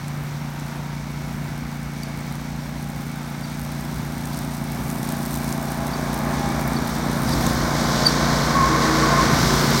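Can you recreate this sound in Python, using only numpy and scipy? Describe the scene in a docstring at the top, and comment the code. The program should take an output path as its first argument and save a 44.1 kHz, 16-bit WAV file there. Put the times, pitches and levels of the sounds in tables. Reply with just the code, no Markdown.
"""The uneven thump of a V-twin ride-on mower nears up a lawn until it is close by and turning.
Paired firing pulses ring through a muffler filter, looped noise clatters, and chopped noise roars in the deck.
Coloured hiss is cooling air, short noise cracks are shredded grass, dry leaves and twigs.
Swept sines make the running gear chirp now and then and squeal in the turn; one microphone hears it all."""
import sys
import numpy as np
from scipy import signal
from scipy.fft import rfft, irfft
from scipy.io import wavfile
from scipy.ndimage import uniform_filter1d

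SR = 44100
rng = np.random.default_rng(int(sys.argv[2]) if len(sys.argv) > 2 else 0)


def file_out(sig):
    """Save sig as 16-bit WAV at sys.argv[1]."""
    # one column per channel
    cols = np.atleast_2d(sig).T
    # limit, then scale
    lim = np.clip(cols, -1, 1)
    pcm = np.round(lim * 32767).astype(np.int16)
    wavfile.write(sys.argv[1], SR, pcm)


N = 432180
T = np.arange(N) / SR  # time of each sample, s


def undb(db):
    """Decibels to gain."""
    return 10 ** (np.asarray(db) / 20)


def unit(x):
    """Scale to rms 1."""
    return x / np.std(x)


def curves(table):
    """Draw each column of a (time, values) table as an automation curve, one value a sample."""
    s, *columns = np.transpose(table)
    return [np.interp(T, s, column) for column in columns]


def bump(s, half):
    """A smooth rise and fall that peaks at 1 at time s."""
    return np.exp(-((T - s) / half) ** 2)


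def walk(rate):
    """Random levels held 1 / rate s and slewed twice; spread near 1."""
    size = 8  # steps per held level
    held = np.repeat(rng.standard_normal(8192), size)
    slewed = uniform_filter1d(uniform_filter1d(held, size), size)
    return 1.39 * np.interp(T * rate * size, np.arange(len(held)), slewed)


def colour(x, points):
    """Causal minimum-phase filter with the given (Hz, dB) response."""
    size = 16384
    hz, db = np.transpose(points)
    bin_hz = np.arange(size // 2 + 1) * SR / size
    log_gain = np.log(undb(np.interp(np.log(bin_hz + 1), np.log(hz), db)))
    # folding the cepstrum forward in time makes the response causal
    cepstrum = irfft(log_gain)[:size // 2]
    cepstrum[1:] *= 2
    response = irfft(np.exp(rfft(cepstrum, size)))[:size // 2]
    return signal.fftconvolve(x, response)[:len(x)]


def noise(points):
    """Noise of rms 1 with the given spectrum."""
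    return unit(colour(rng.standard_normal(N), points))


def approach(x, table, near):
    """Crossfade a source through its far, halfway and alongside spectra as it nears."""
    table = np.array(table)
    out = 0
    for k in range(table.shape[1] - 1):
        share = np.maximum(1 - np.abs(near - k), 0)
        out = out + share * unit(colour(x, table[:, [0, k + 1]]))
    return out


def carry(metres, level_db, loss_db):
    """Gain over distance: a level at 1 m and a loss per doubling of distance."""
    return undb(level_db - loss_db * np.log2(metres))


def tones(turns, orders):
    """Sine lines locked to a shaft, each wavering in level and phase."""
    waver_db, wander_rad = 2.6, 0.9
    out = 0
    for order, db in orders:
        level = undb(db + waver_db * walk(4))
        phase = 2 * np.pi * round(order) * turns + wander_rad * walk(6)
        out = out + level * np.sqrt(2) * np.sin(phase)
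    return out


def load(delay=0):
    """How far thick grass pulls the engine's cycle rate down, in Hz."""
    # patches of thick grass: (time [s], half length [s], sag [Hz])
    thick_grass = [(1.098, .35, .2), (2.045, .4, .33), (3.145, .13, .24), (4.723, .16, .3),
                   (5.483, .15, .38), (6.598, .26, .42), (9.086, .35, .15), (9.8, 0.23, 0.56)]
    return sum(sag * bump(s + delay, half) for s, half, sag in thick_grass)


def rumble(metres, waver_db=3):
    """Low buffeting: bass-heavy noise that wavers and now and then swells."""
    # spectrum of the buffeting: (frequency [Hz], level per Hz [dB])
    buffeting = [(8, -78), (33, -31), (48, -7), (65, -7), (90, -8), (130, -1.5), (230, -7.5), (400, -20),
                 (900, -40.5)]
    # swells of the buffeting: (time [s], half length [s], level [dB])
    surges = [(.25, 0.16, -37), (2.3, .2, -42), (3.023, 0.092, -33.5), (4.003, 0.087, -33),
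              (4.82, 0.065, -30), (6.35, 0.21, -38), (7.403, 0.25, -26), (9.4, .1, -23)]
    steady = carry(metres, level_db=-28.5, loss_db=3.3) * undb(waver_db * walk(5))
    swells = sum(undb(db) * bump(s, half) for s, half, db in surges)
    return noise(buffeting) * np.hypot(steady, swells)


def cooling_air(spindle, metres, pulsing=0.12, flicker_db=1.0, outlet_waver_db=0.5):
    """Hiss that pulses once a blade turn; the outlet adds its own rush once it faces the listener."""
    # spectrum of the cooling air: (frequency [Hz], level per Hz [dB])
    air_hiss = [(1500, -6.5), (2900, -4), (3600, 4.5), (4500, 3), (5100, 2), (5800, 4), (7200, -3.5),
                (9000, -6), (11500, -12), (16000, -23)]
    # spectrum of the air outlet, heard close by: (frequency [Hz], level per Hz [dB])
    outlet_rush = [(1650, -43.5), (2800, -7.5), (4040, 0.5), (5790, -0.5), (7630, -9.5), (9370, -15),
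                   (10300, -16.5), (11600, -15), (13000, -19.5)]
    # the outlet comes into view as the mower draws level, and swings in the turn:
    # (time [s], level against the hiss [dB])
    outlet_view = [(7.1, -30), (7.32, 2), (8.15, 6), (8.7, 3), (9.1, 7), (9.8, 7)]
    outlet = noise(outlet_rush) * undb(curves(outlet_view)[0] + outlet_waver_db * walk(8))
    pulse = 1 + pulsing * np.cos(2 * np.pi * spindle)
    level = carry(metres, level_db=-26, loss_db=5.33) * undb(flicker_db * walk(16))
    return (noise(air_hiss) + outlet) * pulse * level


def shredding(spindle, near, snaps_per_s=520, spread_db=4.8, snap_s=0.0007, bunching=0.7,
              spray_far=0.3, spray_rise_db=6, tuft_db=1.3):
    """Leaves and stalks snap in bunches once a blade turn; close by, spray of clippings fills the gaps."""
    # spectrum of shredded grass and leaves: (frequency [Hz], level per Hz [dB])
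    shred_spectrum = [(1500, -12), (3000, -5), (5700, 1.5), (7400, -1), (8600, 6), (10000, 4.5), (12500, 3),
                      (16000, 0.5)]
    # dry leaves under the blades: a rise in mid-lawn, a lull as the turn begins, most at the end:
    # (time [s], shredding level [dB])
    leaves = [(0, -56), (1, -53), (1.6, -51.5), (3.1, -49), (4.5, -42.5), (5.35, -37), (5.9, -42.5),
              (7.15, -42.5), (7.35, -37), (7.65, -42), (8.7, -53), (9.8, -34)]
    density = snaps_per_s / SR * (1 + bunching * np.cos(2 * np.pi * spindle))
    sizes = undb(spread_db * np.minimum(rng.exponential(size=N), 4.3))
    # each snap is a sudden crack that dies within a millisecond or two
    hits = (rng.random(N) < density) * sizes ** 2
    energy = signal.lfilter([1], [1, -np.exp(-1 / (snap_s * SR))], hits)
    snaps = unit(np.sqrt(energy) * rng.standard_normal(N))
    spray = spray_far * undb(spray_rise_db * near)
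    mix = (snaps + spray * rng.standard_normal(N)) / np.sqrt(1 + spray ** 2)
    tufts = undb(tuft_db * walk(25))
    return unit(colour(mix, shred_spectrum)) * tufts * undb(curves(leaves)[0])


def twigs(decay_s=0.0014, width=0.58):
    """Each blade hit is a very short noise crack around its own pitch."""
    # the largest twigs hit by a blade: (time [s], peak level [dB], pitch before a 14 kHz cap [Hz])
    twig_hits = [(0.0817, -25, 8660), (0.598, -29, 9330), (2.0343, -19.5, 7710), (4.2552, -23, 8280),
                 (4.3897, -17, 9080), (4.901, -19, 8240), (4.9134, -22, 8230), (5.1226, -16.5, 12600),
                 (5.36, -19, 11600), (5.5262, -15, 8310), (5.8691, -20, 9490), (6.6772, -15.5, 14800),
                 (7.4654, -13, 7140)]
    out, t = np.zeros(N), T[:512]
    for s, db, hz in twig_hits:
        burst = rng.standard_normal(len(t)) * np.exp(-t / decay_s)
        crack = signal.lfilter(*signal.iirpeak(min(hz, 14000), 1 / width, fs=SR), burst)
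        i = int(s * SR)
        out[i:i + len(t)] += undb(db) * crack / np.abs(crack).max()
    return out


def chirps(fall_hz_per_s=4000, second_db=-10, third_db=-21, wobble_rad=0.4):
    """Metal rubs and rings for a moment; the harder the rub, the stronger its overtones."""
    # chirps of the running gear: (time [s], fundamental's peak level [dB], mid pitch [Hz], half length [s])
    gear_chirps = [(2.034, -31, 4675, .003), (3.444, -39, 4610, .011), (4.338, -40, 4600, .008),
                   (5.94, -32, 4580, 0.0082), (6.77, -27, 4500, .005), (7.288, -31, 4830, .006),
                   (7.333, -27.5, 4630, 0.0068), (7.336, -31, 5200, .006), (8.058, -16, 4660, 0.004),
                   (8.069, -5, 4590, 0.0046), (8.085, -17, 4540, .006)]
    out, t = np.zeros(N), T[:4096] - T[2048]
    unsteady = wobble_rad * walk(470)
    for s, db, hz, half in gear_chirps:
        i = int(s * SR) - len(t) // 2
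        swell = undb(db) * np.exp(-(t / half) ** 2)
        phase = 2 * np.pi * (hz * t - fall_hz_per_s * t ** 2 / 2) + unsteady[i:i + len(t)]
        overtones = undb(second_db) * np.sin(2 * phase) + undb(third_db) * np.sin(3 * phase)
        out[i:i + len(t)] += swell * (np.sin(phase) + swell * overtones)
    return out


def squeal(flutter_hz=18, rough_db=2.0, octave_db=-22):
    """Rough friction tone as the machine steers round: it catches in bursts and slides softly between."""
    # bursts of the drive's squeal: (start [s], length [s], level [dB], pitch [Hz])
    catches = [(8.54, 0.13, -16, 1097), (8.68, 0.074, -21.5, 1067), (8.803, 0.039, -18.5, 1097),
               (9.013, 0.037, -20, 1115), (9.061, 0.032, -24, 1112), (9.103, 0.046, -20, 1071),
               (9.149, 0.075, -18.5, 1072)]
    attack_s, release_s = 0.018, 0.0099
    slide_s, slide_db = 0.76, -29
    start, length, db, hz = np.transpose(catches)

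    def envelope(s, hold):
        """Linear attack, then exponential release once the hold is over."""
        attack = np.clip((T - s) / attack_s, 0, 1)
        return attack * np.exp(-np.maximum(T - s - hold, 0) / release_s)

    bursts = np.max([undb(d) * envelope(s, hold) for s, hold, d in zip(start, length, db)], axis=0)
    sliding = undb(slide_db) * envelope(start[0], slide_s)
    pitch = np.interp(T, start + length / 2, hz) + flutter_hz * walk(120)
    phase = 2 * np.pi * np.cumsum(pitch) / SR
    tone = np.sin(phase) + undb(octave_db) * np.sin(2 * phase)
    return np.maximum(bursts, sliding) * undb(rough_db * walk(70)) * tone


def shell(sag, near, ring_hz=2230, ring_q=10):
    """Clippings drum on the steel deck: one broad mode rings harder under load, masked close by."""
    level_db, db_per_sag_hz, db_per_near = -17, 16, -5  # against the deck roar
    mode = signal.iirpeak(ring_hz, ring_q, fs=SR)
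    ringing = unit(signal.lfilter(*mode, signal.lfilter(*mode, rng.standard_normal(N))))
    return ringing * undb(level_db + db_per_sag_hz * sag + db_per_near * near)


def whine(cycle, flutter=0.62):
    """Wavering engine tones; those that stand out in turn flutter as the machine jolts over the lawn."""
    # valve gear and cooling fan: (multiple of the cycle rate [ratio], level against the deck roar [dB])
    engine_tones = [(14, -27), (16, -26), (18, -30), (23, -21), (28, -25), (32, -24), (46, -28), (59, -29),
                    (69, -29), (77, -28)]
    # tones that stand out for a while as the machine turns:
    # (time [s], half length [s], level against the deck roar [dB], multiple of the cycle rate [ratio])
    beams = [(.6, 0.79, -16, 32), (1.6, 0.63, -5, 2), (2.1, .4, -21, 23), (3.2, .6, -17, 28),
             (6.3, 0.88, -16.5, 28), (8.105, 0.23, -11, 23), (8.82, 0.4, -5.5, 11), (8.8, 0.35, -15, 16),
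             (9.19, 0.13, -12.5, 23), (9.645, 0.29, -11.5, 13)]
    out = tones(cycle, engine_tones)
    for s, half, db, order in beams:
        out = out + bump(s, half) * tones(cycle, [(order, db)]) * (1 + flutter * walk(22))
    return out


def deck(cycle, spindle, near, clatter_db=-4.0, chop=0.16, throb=0.091):
    """Air chopped twice a blade turn, with engine clatter that repeats each cycle and slowly changes."""
    # air churned in the deck; the lawn swallows a band near 430 Hz from afar:
    # (frequency [Hz], far level [dB], halfway level [dB], alongside level [dB])
    deck_spectra = [(146, 2.5, -2, -3.5), (336, -3.5, 1, 3), (450, -8.5, -10.5, 1), (520, -2, -4, 3),
                    (640, -3, 0, 1), (830, 0, 0, -2.5), (1000, -3, -2.5, 3.5), (1350, -2, -6.5, -0.5),
                    (1710, -4, -7.5, -2), (1810, -5.5, -10.5, -2), (2150, -5, -10.5, -6),
                    (2460, -10.5, -14.5, -10.5), (2800, -12, -19, -18), (4620, -24.5, -32, -52.5)]
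    size = 1520  # steps in one engine cycle
    place = (cycle % 1 * size).astype(int)
    # six looped noise patterns fade in and out against each other
    clatter = unit(sum(walk(0.702) * rng.standard_normal(size)[place] for _ in range(6)))
    air = rng.standard_normal(N) * (1 + chop * np.cos(4 * np.pi * spindle))
    churn = (air + undb(clatter_db) * clatter) * (1 + throb * np.sin(2 * np.pi * cycle))
    return approach(churn, deck_spectra, near) * undb(0.49 * walk(9))


def blade_hum(spindle):
    """The turning blades hum at low multiples of their spindle rate."""
    # hum of the blades: (multiple of the spindle rate [ratio], level against the exhaust [dB])
    hum_tones = [(1, -17.5), (2, -22.5), (4, -24.5)]
    return tones(spindle, hum_tones)


def crank(cycle, near, far_db=-16.5, rise_db=3.5, waver_db=2):
    """The crankshaft shakes the frame twice a cycle, a deep hum that grows with nearness."""
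    level = undb(far_db + rise_db * near + waver_db * walk(7))
    return np.sqrt(2) * np.sin(4 * np.pi * cycle) * level


def exhaust(cycle, near, second_db=-4.0, scatter_db=0.27, jitter_s=0.00013, rasp=0.019):
    """Two cylinders fire 450 and 270 crank degrees apart, one louder; each firing lets out a puff of gas."""
    # muffler response: (frequency [Hz], far level [dB], halfway level [dB], alongside level [dB])
    muffler = [(8, -73, -77, -69), (30, -43, -52, -29), (67, -59, -56, -26.5), (117, -7, -1.5, -0.5),
               (198, -4, -0.5, 0), (251, -4, 3.5, 2), (303, -16, -9, -6.5), (377, -31, -14, -10),
               (478, -23, -30.5, -12.5), (900, -63.5, -43, -51)]
    drone_db, side_on_db, swing_s = -1, 18.5, 1.1
    puff_s = 0.0063
    pulses = np.zeros(N)
    count = np.arange(int(cycle[-1]))
    for offset, db in ((0, 0), (5 / 8, second_db)):  # place in the cycle, level
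        chance = rng.standard_normal((len(count), 2))
        s = np.interp(count + offset, cycle, T) + jitter_s * chance[:, 0]
        pulses[np.clip((s * SR).astype(int), 0, N - 1)] += undb(db + scatter_db * chance[:, 1])
    puff_envelope = signal.lfilter([1], [1, -np.exp(-1 / (puff_s * SR))], pulses)
    puffs = puff_envelope * rng.standard_normal(N)
    # the pipe rings on between firings and smooths the thumps into a drone
    ring = signal.lfilter(*signal.iirpeak(145, 14, fs=SR), pulses)
    # the mower starts side-on, its tailpipe drone strong, and swings to face the listener
    drone = undb(drone_db + side_on_db * np.exp(-T / swing_s))
    blend = (pulses + rasp * puffs + drone * ring) / (1 + 0.34 * drone)
    return -approach(blend, muffler, near)


def scene():
    """The engine turns the blades through a belt; everything grows louder and fuller as the mower nears."""
    # the mower's path: (time [s], distance [m])
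    path = [(0, 15.1), (3.1, 14.5), (4.5, 10.7), (6.3, 6), (7.5, 4.22), (9, 3.02), (9.8, 2.73)]
    far_m, halfway_m, alongside_m = 20.1, 9.7, 2.7  # where the three spectra hold
    governed_hz, rebound_s, rebound_share = 29.11, 0.45, 0.3
    blade_ratio = 2.314  # blade turns per engine cycle
    effort_db_per_sag_hz = 0.5

    metres, = curves(path)
    # nearness: 0 far, 1 halfway, 2 alongside
    near = np.interp(1 / metres, [1 / far_m, 1 / halfway_m, 1 / alongside_m], [0, 1, 2])
    # the governor holds the four-stroke cycle rate, and overshoots a little after each sag
    sag = load()
    cycle = np.cumsum(governed_hz - sag + rebound_share * load(rebound_s)) / SR
    spindle = blade_ratio * cycle

    background = rumble(metres) + cooling_air(spindle, metres)
    cutting = shredding(spindle, near) + twigs()
    running_gear = chirps() + squeal()
    middle = shell(sag, near) + whine(cycle) + deck(cycle, spindle, near)
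    middle = middle * carry(metres, level_db=-13, loss_db=5.98)
    # the throttle opens under load and the exhaust grows louder
    low = blade_hum(spindle) + crank(cycle, near) + exhaust(cycle, near)
    low = low * carry(metres, level_db=-15.5, loss_db=3.65) * undb(effort_db_per_sag_hz * sag)
    mower = background + cutting + running_gear + middle + low
    return np.array([mower, mower])


def record(dry, notch_hz=10400, notch_q=11, notch_depth=0.5, bass_hz=36, top_hz=16000):
    """The microphone sheds the deepest bass, its port dips narrowly in the treble; the top is cut off."""
    heard = dry - notch_depth * signal.lfilter(*signal.iirpeak(notch_hz, notch_q, fs=SR), dry)
    heard = signal.sosfilt(signal.butter(3, bass_hz, "high", fs=SR, output="sos"), heard)
    return signal.sosfilt(signal.ellip(10, 0.2, 80, top_hz, fs=SR, output="sos"), heard)


dry = scene()
out = record(dry)
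file_out(out)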